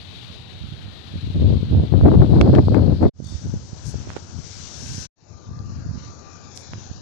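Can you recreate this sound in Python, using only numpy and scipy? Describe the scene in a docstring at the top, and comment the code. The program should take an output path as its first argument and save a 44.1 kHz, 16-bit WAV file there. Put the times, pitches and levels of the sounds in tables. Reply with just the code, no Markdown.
"""Storm wind on a microphone

Three passages of outdoor wind, split by short silences, reach a left and a right microphone opening (port).
Gusts buffet each port: random pushes make a low rumble, and bursts of noise make a rough roar.
Single thumps, crackles, ticks and two spells of brushing come on top, all close to the ports.
Behind them, shaped noise makes rustling leaves, bright bursts, faint tones, a metallic rattle and far wind.
These surroundings are heard on the left, and only very weakly on the nearly shut right port."""
import sys
import numpy as np
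from scipy import signal
from scipy.fft import rfft, irfft, next_fast_len
from scipy.io import wavfile
from scipy.ndimage import uniform_filter1d, map_coordinates

SR = 44100
rng = np.random.default_rng(int(sys.argv[2]) if len(sys.argv) > 2 else 0)


def store_pcm(level_fs):
    """Save levels as 16-bit WAV."""
    pcm = np.round(np.clip(level_fs, -1, 1) * 32767).astype(np.int16)
    wavfile.write(sys.argv[1], SR, np.atleast_2d(pcm).T)


N = 309141
TIME = np.arange(N) / SR  # seconds

# Tone colour of the large eddies (whirls of air), the small ones and their sharpest spits:
# columns: pitch_hz, relative_level_db_per_hz
LARGE_EDDY_COLOUR = [(15, -45.5), (30, -29.5), (45, -25.5), (62, -5), (90, 1), (120, -3), (160, -8.5),
                     (240, -16.5), (400, -38), (1500, -81)]
SMALL_EDDY_COLOUR = [(30, -47), (110, -12.5), (190, -0.5), (300, 1.5), (420, -5), (600, -11), (850, -25),
                     (1450, -36), (2500, -50.5), (6000, -72.5)]
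SPIT_COLOUR = [(300, -15), (700, 26.5), (1300, 3), (2200, -7), (4000, -24), (8000, -26.5), (14000, -74)]
# Light breeze between gusts, one value per passage: level_db
BREEZE_LEFT_DB = [-42.5, -39.5, -43.5]
BREEZE_RIGHT_DB = [-40.5, -41.5, -46]
# Gusts that hit the microphone: start_s, hold_s, left_rumble_db, right_rumble_db
GUSTS = [(0.29, 0.028, -50, -40), (0.59, 0.16, -49, -31.5), (0.82, 0.064, -43.5, -33.5),
         (1.14, 0.035, -30.5, -28), (1.24, 0.064, -23, -29), (1.37, 0.049, -14.5, -16.5),
         (1.45, 0.05, -9.5, -19), (1.53, 0.049, -13, -21), (1.64, 0.07, -25.5, -26),
         (1.74, 0.057, -14, -10), (1.927, 0.043, -8.5, -32), (2.035, 0.033, -7.5, -6),
         (2.15, 0.071, -6, -10.5), (2.29, 0.056, -9, -18.5), (2.37, 0.25, -13.5, -10),
         (2.67, 0.06, -13.5, -15.5), (2.75, 0.18, -12, -19), (3.015, 0.055, -15.5, -12.5),
         (3.19, 0.062, -36.5, -20), (3.32, 0.03, -39, -23.5), (3.45, 0.11, -24, -25.5),
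         (3.61, 0.02, -43, -31.5), (3.86, 0.13, -26, -44), (4.04, 0.06, -33.5, -40),
         (4.35, 0.046, -28, -50), (4.83, 0.16, -36.5, -32.5), (5.31, 0.04, -31.5, -48.5),
         (5.49, 0.4, -28.5, -34), (5.89, 0.076, -39, -24.5), (6.02, 0.084, -43, -36.5),
         (6.735, 0.043, -31.5, -33), (6.9, 0.062, -43, -35)]
GUST_RISE_DB_PER_S, GUST_FALL_DB_PER_S = 354, 271
# Moments when the flow tears off the ports and roars: start_s, hold_s, left_db, right_db
TEARS = [(1.46, 0.1, -26, -42), (1.75, 0.1, -27.5, -31.5), (1.935, 0.035, -18.5, -52.5),
         (2.056, 0.027, -8.5, -13), (2.116, 0.028, -9.5, -30), (2.217, 0.012, -9, -26),
         (2.305, 0.09, -15.5, -28), (2.41, 0.085, -14.5, -17.5), (2.54, 0.047, -9, -21),
         (2.736, 0.048, -10.5, -38), (2.8, 0.12, -18.5, -45.5), (3.028, 0.033, -10, -28.5)]
TEAR_RISE_DB_PER_S, TEAR_FALL_DB_PER_S = 606, 397


def buffet(breeze_db, channel, edge_offset_db, edge_growth, spit_db):
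    """Turbulence at one port: the harder the wind, the more its small, sharp eddies are heard."""
    gust_db = blows(GUSTS, GUST_RISE_DB_PER_S, GUST_FALL_DB_PER_S, channel=channel)
    breeze = amp(per_passage(breeze_db)) * flicker(rate_hz=6.3, depth_db=-1.0)
    pressure_db = 20 * np.log10(np.hypot(amp(gust_db), breeze))
    tearing_db = blows(TEARS, TEAR_RISE_DB_PER_S, TEAR_FALL_DB_PER_S, channel=channel)

    # about 300 eddies a second, each one push or pull on the diaphragm
    eddies = rng.standard_normal(N) * (rng.random(N) < 300 / SR)
    large = steadied(coloured(eddies, LARGE_EDDY_COLOUR), span_s=0.073) * amp(pressure_db)

    # their sharp edges grow faster than the rumble until the pressure reaches -13 dB
    edge_db = pressure_db + edge_offset_db + edge_growth * np.minimum(pressure_db + 13.0, 0)
    edges = coloured(eddies * flicker(rate_hz=20, depth_db=5.5), SMALL_EDDY_COLOUR) * amp(edge_db)

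    # small eddies come in bursts, and the peaks of the bursts spit
    bursts = flicker(rate_hz=45.0, depth_db=5.5)
    small = steadied(noise(SMALL_EDDY_COLOUR) * bursts, span_s=0.036) * amp(tearing_db)
    spit_level_db = tearing_db + spit_db + 0.4 * (tearing_db + 21.5)
    spits = noise(SPIT_COLOUR) * unit(bursts ** 0.98) * amp(spit_level_db)
    return large + edges + small + spits


# Single eddies that thump or slap a port: time_s, peak_db, port (0 left, 1 right), core_width_s
PUFFS = [(0.615, -21, 1, 0.001), (1.14, -18.5, 1, 0.00069), (1.158, -15, 0, 0.00072),
         (1.374, -12.5, 1, 0.00078), (1.631, -6, 0, .00073), (1.749, -10, 1, 0.00042),
         (1.799, -7, 0, 0.00039), (1.837, -4.5, 0, 0.00062), (1.926, -8.5, 0, 0.00037),
         (1.939, -1.5, 0, 0.00037), (2.012, -7.5, 0, 0.00026), (2.057, -5, 1, 0.00025),
         (2.064, 1.5, 0, .0005), (2.117, -3.5, 0, 0.00027), (2.142, -4, 0, 0.00033), (2.201, -1, 1, .00073),
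         (2.219, -3.5, 0, 0.00023), (2.365, -0.5, 0, 0.00036), (2.386, -5.5, 0, 0.00033),
         (2.537, -5, 0, 0.00034), (2.587, -0.5, 0, 0.00027), (2.684, -1.5, 0, 0.00032),
         (3.02, -3, 1, 0.00052), (3.203, -5.5, 1, 0.00063), (3.354, -11.5, 1, 0.0014),
         (3.458, -12, 0, 0.00077), (3.54, -7.5, 0, 0.00071), (3.732, -17.5, 1, 0.00085),
         (3.87, -15, 0, 0.0011), (3.956, -13, 0, 0.00084), (4.916, -20, 1, 0.001),
         (4.982, -16.5, 1, 0.00069), (6.914, -17.5, 1, 0.0008)]


def puffs():
    """A lone eddy sweeps a port: a broad thump around a tight core."""
    out = np.zeros((2, N))
    for time_s, peak_db, port, core_s in PUFFS:
        near = abs(TIME - time_s) < .04
        t = TIME[near] - time_s
        sharp = np.clip(0.47 + 0.016 * peak_db, 0, 1)  # stronger eddies have more core
        shape = (1 - sharp) * vortex(t, 2.4 * core_s) + sharp * vortex(t, core_s)
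        out[int(port > .5), near] += amp(peak_db) * shape
    return out


def vortex(t, width_s):
    """Pressure under a passing whirl of air: a suction between two soft pushes."""
    u = (t / width_s) ** 2
    return (u - 1) * np.exp(-u / 2)


# The diaphragm crackles at the height of the gust:
# columns: time_s, left_peak_db, right_peak_db, half_length_s, top_hz; peaks are before the final low-pass
CRACKLES = [(2.413, -11, -4, 0.0015, 2700), (2.552, -16, -46, 0.0022, 2000),
            (2.562, -19.5, -45, 0.0012, 2200), (2.585, -17, -46, 0.003, 1100),
            (2.746, -9, -42, 0.002, 1300)]
CRACKLE_LIMIT_HZ = 8500


def crackles():
    """A few milliseconds of ragged flutter when the flow slams a port: brief bursts of filtered noise."""
    out = np.zeros((2, N))
    for time_s, left_db, right_db, length_s, top_hz in CRACKLES:
        near = abs(TIME - time_s) < .02
        band = signal.butter(2, [500, np.clip(top_hz, 700, 9000)], "bandpass", fs=SR, output="sos")
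        swell = np.exp(-((TIME[near] - time_s) / length_s) ** 2)
        burst = signal.sosfilt(band, rng.standard_normal((2, near.sum())) * swell)
        out[:, near] += burst / abs(burst).max(1, keepdims=True) * amp([[left_db], [right_db]])
    return signal.sosfilt(signal.butter(8, CRACKLE_LIMIT_HZ, fs=SR, output="sos"), out)


# Ticks and knocks on the housing beside the right port: time_s, peak_db, ring_hz, decay_s
TICKS = [(3.943, -19, 400, 0.0006), (4.073, -19, 220, 0.0005), (4.103, -16, 1200, 0.00013),
         (4.164, -19, 800, 0.0003), (4.166, -12.5, 420, 0.0005), (5.591, -32, 4500, 0.0003),
         (6.575, -14.5, 5400, 0.0001), (6.735, -14.5, 1100, 0.00009)]


def ticks():
    """Each touch is one clean, ringing pulse that the housing quickly damps."""
    out, t = np.zeros(N), np.arange(2048) / SR
    for time_s, peak_db, ring_hz, decay_s in TICKS:
        pulse = t * np.exp(-t / decay_s) * np.sin(2 * np.pi * ring_hz * t)
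        out[round(time_s * SR):][:len(t)] += amp(peak_db) * pulse / abs(pulse).max()
    return out


# Tone colour of the brushing: pitch_hz, relative_level_db_per_hz
BRUSH_COLOUR = [(150, 5), (400, -1.5), (1200, -7.5), (2500, -10.5), (5000, -16.5), (8000, -22.5),
                (10500, -57)]
# Something presses harder over the right port until it slips off, and later grazes it lightly:
# columns: start_s, hold_s, level_db
BRUSH_STROKES = [(3.96, 0.11, -46), (4.075, 0.06, -39), (4.165, 0.009, -32), (4.19, 0.16, -59),
                 (6.57, 0.16, -56), (6.735, 0.1, -53)]
BRUSH_RISE_DB_PER_S, BRUSH_FALL_DB_PER_S = 900, 1300


def brush():
    """Scratchy friction right at the port: noise with a fast, rough flicker."""
    level_db = blows(BRUSH_STROKES, BRUSH_RISE_DB_PER_S, BRUSH_FALL_DB_PER_S)
    return noise(BRUSH_COLOUR) * flicker(rate_hz=300, depth_db=7.0) * amp(level_db)


# Level of the trees between surges, one value per passage: level_db
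CALM_RUSTLE_DB = [-44.5, -45, -51.5]
# Gusts that run through the trees: peak_s, half_length_s, rise_above_calm_db
SURGES = [(0.15, 0.32, 4.5), (1.202, 0.64, 3), (2.422, 0.24, 2), (3.346, 0.12, 6), (3.927, 0.14, 3),
          (4.528, 0.14, 4), (4.94, 0.4, 10.5), (5.74, 0.17, 2.5), (6.043, 0.12, 7), (6.712, 0.4, 8.5)]


def rustle_db():
    """The trees never rest, and each gust that runs through them lifts the rustle in a smooth swell."""
    swells_db = sum(db * np.exp(-((TIME - peak_s) / length_s) ** 2) for peak_s, length_s, db in SURGES)
    return per_passage(CALM_RUSTLE_DB) + swells_db


# Tone colour of each passage's leaves, broad, fine and further off: pitch_hz, relative_level_db_per_hz
BROAD_LEAVES = [(1000, -18.5), (2000, -8), (2600, -4.5), (3200, -1), (3850, 3.5), (4400, -1.5),
                (5200, -12.5), (6500, -18.5), (9000, -28), (14000, -35.5)]
FINE_LEAVES = [(1000, -14), (2400, -10), (3300, -7), (4300, -3.5), (5200, -0.5), (6000, 3), (7000, -4.5),
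               (8300, -16.5), (10000, -57), (14000, -74)]
FAR_LEAVES = [(1000, -9.5), (2300, -10), (3200, -8), (4100, -0.5), (5200, 1), (6400, 3.5), (7100, -0.5),
              (7900, -36), (12000, -48)]


def trees(rustle, passages):
    """Each passage has its own kind of leaves, all following one rustle level."""
    broad = whipped(foliage(BROAD_LEAVES, patchy_db=1.0))
    fine = foliage(FINE_LEAVES, patchy_db=1.3)
    far = foliage(FAR_LEAVES, patchy_db=2.3, mids_db=7.0)
    return amp(rustle) * (passages[0] * broad + passages[1] * fine + passages[2] * far)


def foliage(spectrum, patchy_db, mids_db=0):
    """Countless leaf collisions: three branches of noise, each fluttering in its own time."""
    branches = sum(noise(spectrum) * flicker(rate_hz=80, depth_db=0.5) for _ in range(3))
    return patchy(branches, patchy_db, mids_db) * flicker(rate_hz=21, depth_db=1.0)


# The strong gust whips the broad leaves harder; speeds are playback speeds, 1 = unchanged
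WHIP_S, WHIP_TIME_S, SPEED_BEFORE, SPEED_AFTER = 2.3, 0.22, 0.99, 1.1


def whipped(x):
    """Leaves that flap faster hiss higher: the sound is read through at a rising speed."""
    progress = (1 + np.tanh((TIME - WHIP_S) / WHIP_TIME_S)) / 2
    speed = SPEED_BEFORE + (SPEED_AFTER - SPEED_BEFORE) * progress
    return map_coordinates(x, [np.cumsum(speed)], order=3, mode="mirror")


# Short bursts of bright noise: time_s, level_db, half_length_s
BRIGHT_BURSTS = [(3.246, -35.5, 0.0042), (3.272, -36, 0.002), (3.292, -45, 0.036), (3.886, -38.5, 0.034),
                 (6.563, -40, 0.007), (6.595, -47, 0.034)]
# Their tone colour: pitch_hz, relative_level_db_per_hz
BRIGHT_COLOUR = [(3000, -14), (5900, 13), (7200, 5.5), (9500, -1.5), (14000, -20)]
# Twigs thrash in a strong surge: their dB, at this rustle dB, and dB gained per dB of rustle
THRASH_DB, THRASH_AT_DB, THRASH_GROWTH = -41, -34.5, 5.7


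def bright_noise(rustle):
    """Bright, grainy noise: in short bursts, and as thrashing twigs when the rustle peaks."""
    bursts = sum(amp(db) * np.exp(-((TIME - time_s) / length_s) ** 2) for time_s, db, length_s in BRIGHT_BURSTS)
    thrash = amp(THRASH_DB + THRASH_GROWTH * (rustle - THRASH_AT_DB))
    return (bursts + thrash) * noise(BRIGHT_COLOUR) * flicker(rate_hz=550, depth_db=3.5)


# Resonances of something small and metallic: pitch_hz, width_hz, level_db
RATTLE_MODES = [(3600, 260, -50.5), (4610, 230, -49), (7800, 300, -66), (8850, 200, -66)]
RATTLE_S, RATTLE_HOLD_S, RATTLE_RISE_S, RATTLE_FALL_DB_PER_S = 3.24, 0.081, .004, 94


def rattle():
    """A brief, bright shiver of metal: it starts at once, keeps shaking, then dies away."""
    t = np.maximum(TIME - RATTLE_S, 0)
    fall = amp(-RATTLE_FALL_DB_PER_S * np.maximum(t - RATTLE_HOLD_S, 0))
    level = np.minimum(t / RATTLE_RISE_S, 1) * fall
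    return level * sum(amp(db) * fuzzy(hz, width_hz) for hz, width_hz, db in RATTLE_MODES)


# Faint narrow tones and one broad, wavering noise band near 2400 Hz:
# columns: start_s, end_s, first_hz, last_hz, width_hz, level_db (midway)
FAINT_TONES = [(0.75, 1.15, 1860, 1760, 70, -55.5), (4.732, 5.075, 1670, 1506, 60.3, -52),
               (5.25, 5.841, 1202, 1165, 36, -49), (5.858, 6.58, 1178, 1187, 36, -50.5),
               (6.19, 6.55, 2480, 2380, 200, -58)]
TONE_WAVER = 0.00502  # typical share of the pitch


def faint_tones():
    """Narrow bands of noise sound as fuzzy tones that glide, waver, swell and fade; one is broader."""
    out, waver = np.zeros(N), 1 + TONE_WAVER * wander(rate_hz=4.02)
    for start, end, first_hz, last_hz, width_hz, db in FAINT_TONES:
        progress = np.clip((TIME - start) / (end - start), 0, 1)
        tone = fuzzy((first_hz + (last_hz - first_hz) * progress) * waver, width_hz)
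        swell = np.sqrt(abs(np.sin(np.pi * progress)))
        out += amp(db) * swell * steadied(tone, span_s=0.04)
    return out * flicker(rate_hz=9.3, depth_db=2.0)


# Tone colour of the far wind: pitch_hz, relative_level_db_per_hz
ROAR_COLOUR = [(70, 1), (180, 7), (320, 7), (550, 2), (800, 0.5), (1100, -3.5), (1600, -4.5), (2200, -19),
               (3500, -34.5), (7000, -61.5)]
# Wind over the far roofs, one value per passage: level_db
ROAR_DB = [-45.5, -45, -44]


def far_wind():
    """A dull roar of noise, with random level changes by pitch region, deeper near 2700 Hz."""
    return patchy(noise(ROAR_COLOUR), depth_db=2.0, mids_db=4.5) * amp(per_passage(ROAR_DB))


# The three passages: start_s, end_s, fade_in_s (time constant)
PASSAGES = [(0, 3.098, 0.00027), (3.133, 5.072, 0.2), (5.158, 7.1, 0.24)]


def passage_gain(start, end, fade):
    """A passage fades in and ends in a quick 17 ms fade."""
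    fade_in = 1 - np.exp(-np.maximum(TIME - start, 0) / fade)
    return fade_in * np.clip((end - TIME) / 0.017, 0, 1)


def per_passage(values):
    """Holds one value through each passage and switches in the middle of each silence."""
    number = sum(TIME > (before[1] + after[0]) / 2 for before, after in zip(PASSAGES, PASSAGES[1:]))
    return np.asarray(values)[number]


def blows(rows, rise_db_per_s, fall_db_per_s, channel=0):
    """Level in dB of overlapping events, each of which rises, holds and falls away."""
    power = np.full(N, 1e-12)
    for start, hold, *levels_db in rows:
        near = slice(max(int((start - .5) * SR), 0), int((start + hold + .5) * SR))
        t = TIME[near] - start
        slope_db = rise_db_per_s * np.minimum(t, 0) - fall_db_per_s * np.maximum(t - hold, 0)
        power[near] += amp(levels_db[channel] + slope_db) ** 2
    return 10 * np.log10(power)


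def amp(db):
    """Decibels to gain."""
    return 10 ** (np.asarray(db) / 20)


def unit(x):
    """Scales to an rms (average strength) of 1."""
    return x / np.sqrt(np.mean(x ** 2) + 1e-20)


def noise(spectrum):
    """Noise of rms 1 with the given tone colour."""
    return coloured(rng.standard_normal(N), spectrum)


def coloured(x, spectrum):
    """Filters x by a table of pitch and dB, then scales it to an rms of 1."""
    size = next_fast_len(N + 4096)
    hz, db = np.transpose(spectrum)
    gain = amp(np.interp(np.log(np.fft.rfftfreq(size, 1 / SR) + 1), np.log(hz), db))
    return unit(irfft(rfft(x, size) * gain, size)[:N])


def wander(rate_hz):
    """Smooth random drift of rms 1: noise with movement above the rate filtered down."""
    lowpass = signal.butter(2, rate_hz, fs=SR, output="sos")
    return unit(signal.sosfilt(lowpass, rng.standard_normal(N + SR))[SR:])  # skips the filter's start


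def flicker(rate_hz, depth_db):
    """A randomly varying gain of mean power 1."""
    return unit(amp(depth_db * 2 * np.tanh(wander(rate_hz) / 2)))


def steadied(x, span_s):
    """Evens out the power over the span and keeps the faster lumps."""
    size = max(int(span_s * SR), 8)
    power = uniform_filter1d(uniform_filter1d(x ** 2, size), size)
    return x / np.sqrt(abs(power) + 1e-9)


def patchy(x, depth_db, mids_db=0):
    """Lets narrow pitch regions swell and sink at random, optionally deeper near 2700 Hz."""
    hz, _, z = signal.stft(x, SR, nperseg=512)
    patches = rng.standard_normal(z.shape)
    for _ in range(2):  # smooth over pitch, then over time
        patches = uniform_filter1d(uniform_filter1d(patches, size=3, axis=0), size=15, axis=1)
    swing = 2 * np.tanh(unit(patches) / 2)
    mids = mids_db * np.exp(-((hz[:, None] - 2700) / 1100) ** 2) * np.minimum(swing, .5)
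    return unit(signal.istft(z * amp(depth_db * swing + mids), nperseg=512)[1][:N])


def fuzzy(hz, width_hz):
    """Narrow noise around a pitch, which may move."""
    phase = 2 * np.pi * np.cumsum(hz * np.ones(N)) / SR
    return unit(wander(width_hz / 2) * np.cos(phase) + wander(width_hz / 2) * np.sin(phase))


def scene():
    """Buffeting on both ports, with the surroundings on the left and 36 dB weaker on the right."""
    passages, rustle = [passage_gain(*row) for row in PASSAGES], rustle_db()
    left = buffet(BREEZE_LEFT_DB, channel=0, edge_offset_db=-14.5, edge_growth=0.64, spit_db=-19.5)
    right = buffet(BREEZE_RIGHT_DB, channel=1, edge_offset_db=-15.5, edge_growth=0.55, spit_db=-20.0)
    right = right + brush() + ticks()
    at_ports = sum(passages) * (np.array([left, right]) + puffs() + crackles())
    background = sum(passages) * (far_wind() + faint_tones() + bright_noise(rustle))
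    around = trees(rustle, passages) + rattle() + background
    return at_ports + around * amp([[0], [-36]])


CUTOFF_HZ = 14400


def record(dry):
    """The microphone drops the deepest bass, rounds off peaks near full scale and cuts the top treble."""
    thinned = signal.sosfilt(signal.butter(2, 28, "highpass", fs=SR, output="sos"), dry)
    rounded = thinned / (1 + thinned ** 4) ** (1 / 4)
    lowpass = signal.firwin(511, CUTOFF_HZ, window=("kaiser", 9), fs=SR)
    return signal.oaconvolve(rounded, lowpass[None], "same")


dry = scene()
out = record(dry)
store_pcm(out)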